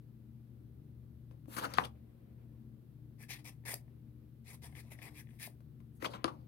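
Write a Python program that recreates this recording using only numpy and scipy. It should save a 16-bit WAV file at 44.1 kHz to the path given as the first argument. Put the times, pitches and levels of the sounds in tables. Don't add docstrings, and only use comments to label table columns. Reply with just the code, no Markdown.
import sys
import numpy as np
from scipy import signal
from scipy.fft import rfft, irfft, next_fast_len
from scipy.io import wavfile
from scipy.ndimage import uniform_filter1d, map_coordinates

SR = 44100
rng = np.random.default_rng(int(sys.argv[2]) if len(sys.argv) > 2 else 0)


def invert_db(level):
    return 10 ** (np.asarray(level, dtype=float) / 20)


def store_pcm(level_fs):
    pcm = np.round(np.clip(level_fs, -1, 1) * 32767).astype(np.int16)
    wavfile.write(sys.argv[1], SR, np.atleast_2d(pcm).T)


N = 285449

# [start t/s, rise t/s, hold t/s, nail ring level/dB, relative dust hiss level/dB]
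STROKES = [(3.18, 0.047, 0.015, -62.5, -1.5), (3.282, 0.018, 0.0045, -55, -4.5),
           (3.3, 0.0085, 0.033, -48, -6.5), (3.35, 0.0093, 0.016, -61, -4),
           (3.382, 0.0062, 0.0174, -65.5, -5.5), (3.442, 0.013, 0.04, -57, -1.5),
           (3.651, 0.0038, 0.021, -55, -2), (3.655, 0.031, 0.047, -48.5, 0), (3.69, 0.032, .013, -59, 9.5),
           (4.44, 0.056, 0.055, -61.5, -2.5), (4.615, 0.026, 0.029, -59.5, -1),
           (4.68, 0.018, 0.07, -77, 0.5), (4.745, 0.021, 0.043, -60.5, -3),
           (4.82, 0.013, 0.078, -77.5, -3.5), (4.9, 0.019, 0.017, -61, -0.5),
           (4.95, 0.055, 0.035, -71.5, -6), (5.005, 0.023, 0.06, -60, -4), (5.1, .01, .04, -77, 3),
           (5.135, 0.053, 0.026, -61.5, 0.5), (5.27, 0.024, 0.14, -81, -0.5), (5.385, 0.03, 0.055, -55, 0),
           (5.42, 0.028, 0.012, -57.5, 6.5)]
# [rise power, sag over the hold/dB, release/(dB/s), hiss growth/(dB/s),
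# depth below which it lingers/dB, lingering decay/(dB/s)]
STROKE_SHAPE = (0.94, 2.9, 1000, 35, 14, 250)
# [level/dB under a -64 dB contact, share of pressure followed, share lost to hiss]
FINGER_THRUM = (-69, 0.6, 0.68)
# [t/s, level/dB]
FINGER_GRIP = [(3.2, 0.5), (3.32, -6.5), (3.47, -0.5), (3.68, -0.5), (3.73, 4.5), (4.5, -2.5), (4.65, 1.5),
               (4.78, -1.5), (4.93, -0.5), (5.04, -1), (5.12, 7), (5.18, -7), (5.42, -8.5), (5.47, -4)]
# [t/s, share of the stiffer spot 0-1]
NAIL_LEAN = [(3.2, 0.1), (3.3, 0.43), (3.36, 0.34), (3.47, 0.84), (3.66, 0.34), (3.7, .1), (3.73, 0.57),
             (4.47, 0.51), (4.53, 0.66), (4.65, 0.13), (4.77, 0.17), (4.92, 1), (5.02, 0.3), (5.08, 0.5),
             (5.18, 0.6), (5.4, 0.26), (5.46, 0.33)]
# [f/Hz, width/Hz, level/dB]
NAIL_MODES = [(1724, 144, 3.5), (2146, 440, 1.5), (3510, 360, -6.5), (4070, 120, -5.5), (4760, 2200, -6.5),
              (6900, 2050, -12.5)]
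# [f/Hz, width/Hz, level/dB]
DUST_MODES = [(8620, 690, 0), (11000, 1500, 0.5), (13000, 1500, -1), (15930, 770, -8)]
# [f/Hz, width/Hz, level/dB]
FINGER_MODES = [(470, 155, -4), (684, 59, 1.5), (964, 520, -2)]
# [f/Hz, width/Hz, level/dB]
FINGERTIP_MODES = [(504, 360, -2), (774, 430, -0.5)]
# [t/s, peak level/dB, relative boom level/dB, relative snap level/dB, ring t60/s]
TICKS = [(3.235, -49.5, -27, -22, 0.012), (3.3942, -74, 3, -4.5, 0.02), (3.6368, -66, -1.5, -4, 0.017),
         (3.654, -61, -14, 1.5, 0.023), (3.7356, -54, 14.5, 6, 0.0064), (3.8791, -70.5, 5.5, -13.5, 0.018),
         (4.621, -73, -13, -6, 0.016), (4.7242, -61, 0, -4, 0.03), (4.848, -70, 10, -9, 0.017),
         (4.918, -51.5, -2, -3.5, 0.021), (5.017, -47.5, -14, -10, 0.036), (4.7511, -49, -28, -10, 0.019),
         (4.9876, -51, -7, -11, 0.02), (5.2697, -61, -8, -18.5, 0.019), (5.2883, -61, -15, -13.5, 0.02),
         (5.3056, -61, -14, -13, 0.031), (5.3317, -69, 4, -6.5, 0.022), (5.4734, -64, 18, 7.5, 0.021)]
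# [start t/s, length t/s, level/dB, f/Hz, relative hiss level/dB]
FLICKS = [(3.225, .007, -64, 7500, 8), (3.443, .008, -66, 5500, 2.5), (5.305, .005, -80, 11000, 1),
          (5.348, .005, -80, 9500, 1), (3.305, 0.02013, -51, 2200, -14), (3.683, 0.023, -47.5, 1757, -15),
          (3.7397, 0.0054, -42.5, 5300, 7), (3.739, 0.0075, -48, 2200, -5), (3.749, 0.0056, -68, 6000, 1.5),
          (4.705, .005, -78, 9500, -2.5), (4.986, 0.0034, -69, 6000, 1), (5.092, .008, -63, 1900, -20),
          (5.47, 0.0057, -58, 4970, 4.5)]
# [f/Hz, level/dB]
NAIL_SIDE = [(400, 13.5), (1000, 2.5), (1600, 15), (2400, 14), (3600, -0.5), (5000, 18), (7000, -7.5),
             (9000, -3.5), (12000, 2.5), (15000, 10)]


def filing():
    levels = pressure(STROKES, STROKE_SHAPE, FINGER_THRUM)
    levels[2] += np.interp(np.arange(N) / SR, *np.transpose(FINGER_GRIP))
    rasp = friction(levels, (NAIL_MODES, DUST_MODES, FINGER_MODES), gain_db=1.5, alike=(.6, .45, .6),
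                    per_s=12000, spread_db=3.5, clump_db=1.5, shift_db=2.0, lean=NAIL_LEAN, stiffer=1.143)
    ticks = blows(TICKS, (NAIL_MODES[:3], DUST_MODES, FINGERTIP_MODES), (4, -3, 2.5), rattles_db=(-18, -12, -26))
    flicks = scuffs(FLICKS, DUST_MODES, sharpness=4.9)
    return heard(rasp, ticks + flicks, NAIL_SIDE, lag=4, right_db=-3.0, near_db=-9.0, room_db=-10.0)


# [start t/s, length t/s, level/dB, from f/Hz, to f/Hz]
SINGS = [(3.2, .05, -64, 2300, 1760), (3.295, .085, -58, 2200, 1900), (3.3, 0.054, -59.5, 4130, 4300),
         (3.445, 0.046, -60, 2300, 2420), (3.45, 0.042, -63.5, 3620, 3550), (3.665, .07, -54.5, 1800, 2070),
         (3.69, .05, -57.5, 11500, 11800), (4.46, 0.074, -66, 2050, 2200), (4.465, .09, -65.5, 9900, 10200),
         (4.62, .058, -66, 2010, 1790), (4.625, 0.042, -64.5, 8700, 8900), (4.76, 0.045, -59.5, 2300, 2200),
         (4.76, 0.033, -64.5, 8800, 8900), (4.905, 0.065, -63.5, 2300, 1910),
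         (5.018, .085, -56.5, 2410, 2050), (5.015, .06, -64, 8700, 8540), (5.15, .05, -62, 2400, 2470),
         (5.185, .05, -66.5, 1800, 1720), (5.16, .05, -67, 3460, 3500), (5.395, 0.063, -62, 1820, 1890),
         (5.43, .05, -56, 11200, 14500)]


def singing():
    spots = []
    for s, length, db, *pitches in SINGS:
        for late, hz in zip((0, .38), pitches):
            spots.append((s + late * length, .62 * length, db, hz, -24))
    sung = scuffs(spots, DUST_MODES, sharpness=11.0)
    return heard(np.zeros((2, N)), sung, NAIL_SIDE, lag=4, right_db=-9.0, near_db=-7.0, room_db=-13.0)


# [start t/s, rise t/s, hold t/s, scrape level/dB, relative hiss level/dB]
SLIDES = [(1.47, 0.075, 0.03, -53.5, 0.5), (1.56, 0.029, 0.015, -42.5, -5), (1.6, 0.049, 0.012, -40, -10),
          (1.675, 0.032, 0.041, -53.5, -14), (1.733, 0.0046, 0.032, -51, -16.5),
          (1.765, 0.012, 0.057, -48, -10), (1.825, 0.022, 0.013, -44, -17),
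          (5.92, 0.05, 0.018, -96.5, 21.5), (5.995, 0.044, 0.023, -51, -10.5),
          (6.04, 0.0064, 0.018, -34.5, -19.5), (6.085, 0.023, 0.04, -57.5, -12.5),
          (6.112, 0.041, 0.014, -49.5, -17.5), (6.245, 0.006, 0.012, -66, -16),
          (6.274, 0.0046, 0.018, -48, -21.5), (6.3, 0.034, 0.13, -74.5, -24)]
SLIDE_SHAPE = (1.2, 6.6, 770, 5, 25, 300)
# [level/dB under a -64 dB contact, share of pressure followed, share lost to hiss]
TABLE_DRONE = (-66, 0.84, 0.32)
# [t/s, share of the stiffer spot 0-1]
TABLE_LEAN = [(1.5, 0.46), (1.6, 0.3), (1.66, 0.45), (1.76, .6), (1.85, 0.2), (6.0, 0.7), (6.06, 0.03),
              (6.14, 0.3), (6.3, 0.05)]
# [f/Hz, width/Hz, level/dB]
TOP_MODES = [(984, 270, 6), (1450, 450, -0.5), (2030, 764, -3.5), (3014, 1400, -4.5), (4600, 1600, -7)]
# [f/Hz, width/Hz, level/dB]
FOAM_MODES = [(6500, 4900, -15), (9600, 2500, -2.5), (11500, 2500, -1.5), (14500, 3400, -7)]
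# [f/Hz, width/Hz, level/dB]
BOOM_MODES = [(203.4, 82, -4), (308.7, 45, 0), (506, 81, -2), (770, 330, -10)]
# [t/s, peak level/dB, relative boom level/dB, relative snap level/dB, ring t60/s]
KNOCKS = [
    (1.31, -61.5, 4.5, -8, 0.18),
    (1.456, -64, 0, -9, 0.05),
    (1.48, -72, 22, -22, 0.06),
    (1.66, -49.5, 14, -13.5, 0.099),
    (1.565, -39, -3.5, -1, 0.39),
    (1.738, -43.5, -2, 3, 0.03),
    (5.604, -65.5, 2.5, -4.5, 0.13),
    (5.802, -64.5, -2, -7, 0.087),
    (6.024, -41.5, 5, -7.5, 0.15),
    (6.136, -45.5, -2.5, -27, 0.4),
]
# [f/Hz, width/Hz, level/dB]
THUD_MODES = [(1030, 100, 9.5), (1400, 520, 1), (2200, 920, -2), (3400, 1700, -6)]
# [f/Hz, width/Hz, level/dB]
SNAP_MODES = [(2480, 1800, -7.5), (4600, 1300, -1), (6600, 2000, -7.5), (8994, 1300, -1.5),
              (11700, 7200, -9.5)]
# [t/s, peak level/dB, relative boom level/dB, relative snap level/dB, ring t60/s]
DROPS = [
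    (6.2418, -27.5, 2.5, 3.5, 0.019),
    (6.2448, -27.5, -4, -27, 0.04),
    (6.2785, -42.5, 2, -24, 0.1),
]
# [f/Hz, width/Hz, level/dB]
FLAT_MODES = [(1065, 72, 10), (1300, 470, -2), (2200, 1400, -11.5), (3400, 710, -8.5)]
# [f/Hz, width/Hz, level/dB]
SLAP_MODES = [(2480, 1800, -8.5), (4546, 1700, 0.5), (5730, 1500, -2.5), (9500, 2100, -9),
              (11200, 1500, -16.5)]
# [t/s, peak level/dB, relative boom level/dB, relative snap level/dB, ring t60/s]
CLACKS = [
    (1.7833, -11, -13.5, -30, 0.06),
    (6.046, -29.5, -8, -23, 0.082),
    (6.092, -61.5, 17, -15, 0.068),
]
# [f/Hz, width/Hz, level/dB]
RIM_MODES = [(758.5, 200, 4), (1150, 200, 5.5), (1710, 300, -2.5), (2028, 160, -0.5), (2700, 1700, -9.5)]
# [f/Hz, width/Hz, level/dB]
RIM_BOOM_MODES = [(231.4, 140, -5), (296, 25, 1.5), (500, 92, 1), (800, 150, -9)]
# [start t/s, length t/s, level/dB, f/Hz, relative hiss level/dB]
SCUFFS = [(1.478, .02, -48, 259.4, -40), (1.737, 0.0056, -49.5, 1913, -0.5), (6.3, 0.067, -59, 940, -18),
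          (1.565, 0.011, -40, 1150, -12), (1.581, 0.015, -36.5, 1400, -11),
          (1.589, 0.011, -45, 3130, -10.5), (1.634, 0.026, -38, 1384, -19), (1.652, 0.008, -46, 4600, -11),
          (1.736, 0.0078, -45.5, 4880, 1.5), (1.744, 0.012, -51, 3400, -10.5),
          (1.765, 0.013, -54, 3320, -19.5), (1.771, 0.015, -43, 1283, -17), (1.837, 0.0081, -46, 3200, -16),
          (1.847, 0.014, -46.5, 3220, -1.5), (6.022, 0.0066, -42.5, 1990, -14.5),
          (6.045, 0.019, -35.5, 1127, -21.5), (6.055, 0.012, -38, 3290, -15), (6.09, .018, -52, 594, -24.5),
          (6.134, 0.01, -50, 3200, -16.5), (6.148, .016, -47.5, 1096, -19), (6.25, 0.016, -37, 1050, -22.5),
          (6.277, 0.017, -39, 1030, -23.5), (6.252, .014, -38, 326, -30.5), (6.06, 0.011, -38, 518, -30),
          (1.79, 0.025, -41, 1070, -20)]
# [f/Hz, level/dB]
TABLE_SIDE = [(200, 2), (350, 7.5), (850, -1), (1200, 6.5), (3000, 5), (4300, 3), (8000, -3.5),
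              (10500, 12.5), (15000, 6.5)]


def table():
    levels = pressure(SLIDES, SLIDE_SHAPE, TABLE_DRONE)
    scrape = friction(levels, (TOP_MODES, FOAM_MODES, BOOM_MODES), gain_db=-1.5, alike=(.5, .3, .75),
                      per_s=9800, spread_db=0.0, clump_db=0.5, shift_db=3.0, lean=TABLE_LEAN, stiffer=1.33)
    gains_db = (4, 4, 2.5)
    hits = blows(KNOCKS, (THUD_MODES, SNAP_MODES, BOOM_MODES), gains_db, rattles_db=(-29, -11, -29))
    hits += blows(DROPS, (FLAT_MODES, SLAP_MODES, BOOM_MODES), gains_db, rattles_db=(-25, -11, -29))
    hits += blows(CLACKS, (RIM_MODES, SNAP_MODES, RIM_BOOM_MODES), gains_db, rattles_db=(-31, -12, -28))
    hits += scuffs(SCUFFS, SNAP_MODES, sharpness=9)
    return heard(scrape, hits, TABLE_SIDE, lag=21, right_db=-9.0, near_db=-13.5, room_db=-14.0)


def pressure(rows, shape, low):
    power, sag_db, release_db, grows_db, linger_db, dies_db = shape
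    low_db, follows, lost = low
    energy = np.full((3, N), 1e-14)
    for s, rise, hold, db, hiss_db in rows:
        a = round(s * SR)
        t = np.arange(min(round((rise + hold) * SR) + SR // 12, N - a)) / SR
        after = np.maximum(t - rise - hold, 0)
        swell = 20 * power * np.log10(np.clip(t / max(rise, .002), 1e-3, 1))
        sag = sag_db * np.clip((t - rise) / max(hold, .002), 0, 1)
        release = np.minimum(release_db * after, linger_db + dies_db * after)
        growth = grows_db * np.minimum(t - rise, hold).clip(-.05, .05)
        main = np.full(len(t), db)
        deep = np.full(len(t), low_db + follows * (db + 64) - lost * hiss_db)
        levels = np.array([main, db + hiss_db + growth, deep])
        energy[:, a:a + len(t)] += invert_db(swell - sag - release + levels) ** 2
    return 10 * np.log10(energy)


def friction(levels, bodies, gain_db, alike, per_s, spread_db, clump_db, shift_db, lean, stiffer):
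    touching = levels[0] > -135
    sizes = grit(touching.sum(), per_s, spread_db, clump_db)
    stiff = np.clip(np.interp(np.flatnonzero(touching) / SR, *np.transpose(lean)), 0, 1)
    rub = 0
    for k, (db, share, body) in enumerate(zip(levels[:, touching], alike, bodies)):
        a, b = sizes * rng.choice([-1, 1], (2, len(sizes)))
        grains = np.array([a, share * a + np.sqrt(1 - share ** 2) * b])
        ring = unit(ringing(grains, body))
        if k == 0:
            raised = [(hz * stiffer, width, gain) for hz, width, gain in body]
            stiff_ring = unit(ringing(grains[:, ::-1], raised))
            ring = np.sqrt(1 - stiff) * ring + np.sqrt(stiff) * stiff_ring
        rub = rub + invert_db(db + gain_db) * ring
    out = np.zeros((2, N))
    out[:, touching] = shifting(rub, shift_db)
    return out


def grit(size, per_s, spread_db, clump_db):
    chance, rarity = rng.random((2, size))
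    sizes = invert_db(-spread_db * np.log(rarity + 4e-3) + clump_db * wobble(90, size))
    return (chance < per_s / SR) * sizes


def shifting(x, depth_db):
    z = signal.stft(x, nperseg=256)[2]
    field = rng.standard_normal(z.shape[1:])
    field = uniform_filter1d(uniform_filter1d(field, size=7, axis=0), size=16, axis=1)
    return signal.istft(z * invert_db(depth_db * unit(field)), nperseg=256)[1][:, :x.shape[1]]


def blows(events, bodies, gains_db, rattles_db):
    out, t = np.zeros(N + SR), np.arange(SR // 8) / SR
    lives = (1, .4, 1.3)
    for s, db, low_db, snap_db, t60 in events:
        noise = rng.standard_normal(len(t))
        start = round((s + .0012) * SR)
        levels = (db, db + snap_db, db + low_db)
        for level, gain_db, rattle_db, life, body in zip(levels, gains_db, rattles_db, lives, bodies):
            rattle = invert_db(rattle_db - 60 * t / max(life * t60, .003)) * noise
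            rattle[0] = -1
            struck = [(hz * (1 + 0.017 * rng.normal()), w, g + rng.normal()) for hz, w, g in body]
            ring = ringing(rattle, struck)
            out[start:start + len(t)] += invert_db(level + gain_db) * ring / np.abs(ring).max()
    return out[:N]


def scuffs(events, skin, sharpness):
    out = np.zeros(N + SR)
    for s, length, db, hz, hiss_db in events:
        noise = rng.standard_normal((2, SR // 16))
        u = np.arange(SR // 16) / SR / max(length, .002)
        swell = np.sin(np.pi * np.clip(u, 0, 1) ** 0.7)
        grains = noise * invert_db(2.5 * noise[::-1])
        ring = ringing(grains[0], [(hz, hz / sharpness, 0)])
        hiss = ringing(grains[1], skin)
        sing = ring / np.std(ring[u < 1]) + invert_db(hiss_db) * hiss / np.std(hiss[u < 1])
        out[round(s * SR):][:len(u)] += invert_db(db) * swell * sing
    return out[:N]


def ringing(x, modes):
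    lo, hi = 0.49 * modes[0][0], 1.225 * modes[-1][0]

    def response(f):
        skirt = (1j * f / lo) ** 2 / (1 + 1.1j * f / lo - (f / lo) ** 2)
        skirt = skirt / (1 + 1.4j * f / hi - (f / hi) ** 2)
        total = 0
        for k, (centre, width, db) in enumerate(modes):
            damping = 1j * f * width
            total = total + (-1) ** k * invert_db(db) * damping / (centre ** 2 - f ** 2 + damping)
        return skirt * total

    return filtered(x, response)


# [f/Hz, t60/s]
ROOM = [(200, 0.4), (1000, 0.19), (4000, 0.12), (12000, .13)]


def heard(rub, hits, side, lag, right_db, near_db, room_db):
    step = SR // 12
    source = rub[0] + hits
    out = np.zeros((2, N + SR))
    out[0, :N] = source
    out[1, lag:N + lag] = rub[1] + invert_db(right_db) * hits
    rooms = [invert_db(room_db) * tail(ROOM, 0.64) for _ in range(7)]
    near_gains = invert_db(near_db + np.array([[-3], [1.5]]))
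    nears = [near_gains * tail([(300, 0.046), (8000, 0.013)], 0.08) for _ in range(7)]
    fade = np.hanning(2 * step)
    for k, a in enumerate(range(0, N - 2 * step, step)):
        for x, paths, delay in ((source, rooms, 400), (hits, nears, 60)):
            piece = x[a:a + 2 * step]
            if np.abs(piece).max() < 1e-7:
                continue
            wet = signal.fftconvolve((fade * piece)[None], paths[k % 7], axes=1)
            out[:, a + delay:a + delay + wet.shape[1]] += wet

    def tilt(hz):
        pair = invert_db(np.outer([.5, -.5], along(side, hz)))
        return 2 * pair / pair.sum(axis=0)

    return filtered(out[:, :N], tilt)


def tail(t60, seconds):
    hz, t, z = signal.stft(rng.standard_normal((2, round(seconds * SR))), SR, nperseg=256)
    x = signal.istft(z * invert_db(-60 * t / along(t60, hz)[:, None]), SR, nperseg=256)[1]
    return x / np.linalg.norm(x[0])


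# [start t/s, rise t/s, hold t/s, level/dB, relative hiss level/dB]
SLEEVES = [
    (1.95, 0.31, 0.33, -75.5, 0),
    (3.75, .15, 0.36, -80.5, 0),
]
# [f/Hz, width/Hz, level/dB]
CLOTH_MODES = [(503, 70, 2), (970, 780, -14.5), (2150, 1700, -17)]


def sleeves():
    level_db = pressure(SLEEVES, (0.0, 6, 150, 0, 30, 150), (0, 0, 0))[0] + 2.2 * wobble(23)
    rustle = unit(ringing(rng.standard_normal((2, N)), CLOTH_MODES))
    return invert_db(level_db + np.array([[2.5], [-3]])) * rustle


# [f/Hz, rms level/dB, unsteadiness/dB]
HUM = [(119.7, -57.5, 2), (133.6, -66.5, 4.5), (148.8, -68, 4.5), (225, -67.5, 3), (301, -74, 3.5)]
# [t/s, level/dB]
MOTOR = [(0, -75), (.7, -61.5), (1.12, -58.5), (1.42, -66.5), (1.9, -58), (2.27, -77), (2.54, -60.5),
         (3.12, -76.5), (3.5, -65.5), (3.95, -68), (4.29, -61.5), (4.75, -59), (5.06, -66.5), (5.39, -75),
         (5.5, -65.5), (6.1, -70), (6.4, -68)]
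# [f/Hz, level/(dB per Hz)]
RUMBLE = [(22, -43.5), (40, -17), (50, -10.5), (62, -2.5), (100, -10), (135, -6.5), (185, -9), (240, -7.5),
          (275, -18), (320, -15.5), (400, -22), (690, -34.5), (1500, -45), (3300, -94.5)]
# [f/Hz, coherence]
RUMBLE_ALIKE = [(200, 0.77), (300, 0.85), (430, .58), (600, 0.56), (850, 0.47), (1200, .02)]
# [f/Hz, level/dB]
AIR_SIDE = [(60, 2.5), (110, 6.5), (220, 5), (400, 12.5), (700, 2.5), (1200, 5.5), (4000, -2)]


def appliance():
    t = np.arange(N) / SR

    def line(hz, db, shake):
        phase = 0.1 * shake * wobble(5.0) + 6 * rng.random()
        return np.sqrt(2) * invert_db(db + shake * wobble(7)) * np.sin(2 * np.pi * hz * t + phase)

    def mid_side(hz):
        angle = np.arccos(np.clip(along(RUMBLE_ALIKE, hz), -1, 1)) / 2
        return invert_db(along(RUMBLE, hz)) * [np.cos(angle), np.sin(angle)]

    lines = sum(line(*row) for row in HUM)
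    lines = lines + line(74.4, np.interp(t, *np.transpose(MOTOR)) - 1.5, shake=2.5)
    mid, side = filtered(rng.standard_normal((2, N)), mid_side)
    rumble = invert_db(-60.74 + 0.6 * wobble(1.3)) * unit(np.array([mid + side, mid - side]))
    return filtered(lines + rumble, lambda hz: invert_db(np.outer([.5, -.5], along(AIR_SIDE, hz))))


def wobble(rate, size=N):
    coarse = np.arange(0, size + 32, 32)
    knots = rng.standard_normal(int(N * rate / SR) + 4)
    return np.interp(np.arange(size), coarse, map_coordinates(knots, [coarse * rate / SR]))


def filtered(x, response):
    m = next_fast_len(x.shape[-1] + 8192)
    return irfft(rfft(x, m) * response(np.fft.rfftfreq(m, 1 / SR)), m)[..., :x.shape[-1]]


def along(points, hz):
    f, v = np.transpose(points)
    return np.interp(np.log(hz + 1), np.log(f + 1), v)


def unit(x):
    return x / np.sqrt(np.mean(x ** 2) + 1e-20)


# [f/Hz,
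# level/dB]
NAIL_SHADE = [(1100, -0.5), (1430, -4.5), (1620, -3), (2550, 0), (2850, -4), (3300, -1), (7000, 0),
              (8200, 0.5), (12500, -1), (13800, -2.5), (15000, 3)]


def scene():
    nail = filing() + singing()
    shaded = filtered(nail, lambda hz: invert_db(along(NAIL_SHADE, hz)))
    return shaded + table() + sleeves() + appliance()


def roll_off(x):
    return signal.sosfilt(signal.butter(12, 16510, fs=SR, output="sos"), x)


# [f/Hz, level/(dB per Hz)]
HISS = [(590, -27.5), (1000, -3), (1050, -9.5), (1140, -3), (2030, -4), (2200, -6), (3840, -8), (7020, -17),
        (13400, -5.5), (15100, -5.5), (16000, -11)]


def record(dry):
    hiss = unit(filtered(rng.standard_normal((2, N)), lambda hz: invert_db(along(HISS, hz))))
    mix = filtered(dry + invert_db(-80) * hiss, lambda hz: hz < 15830)
    return roll_off(mix)


dry = scene()
out = record(dry)
store_pcm(out)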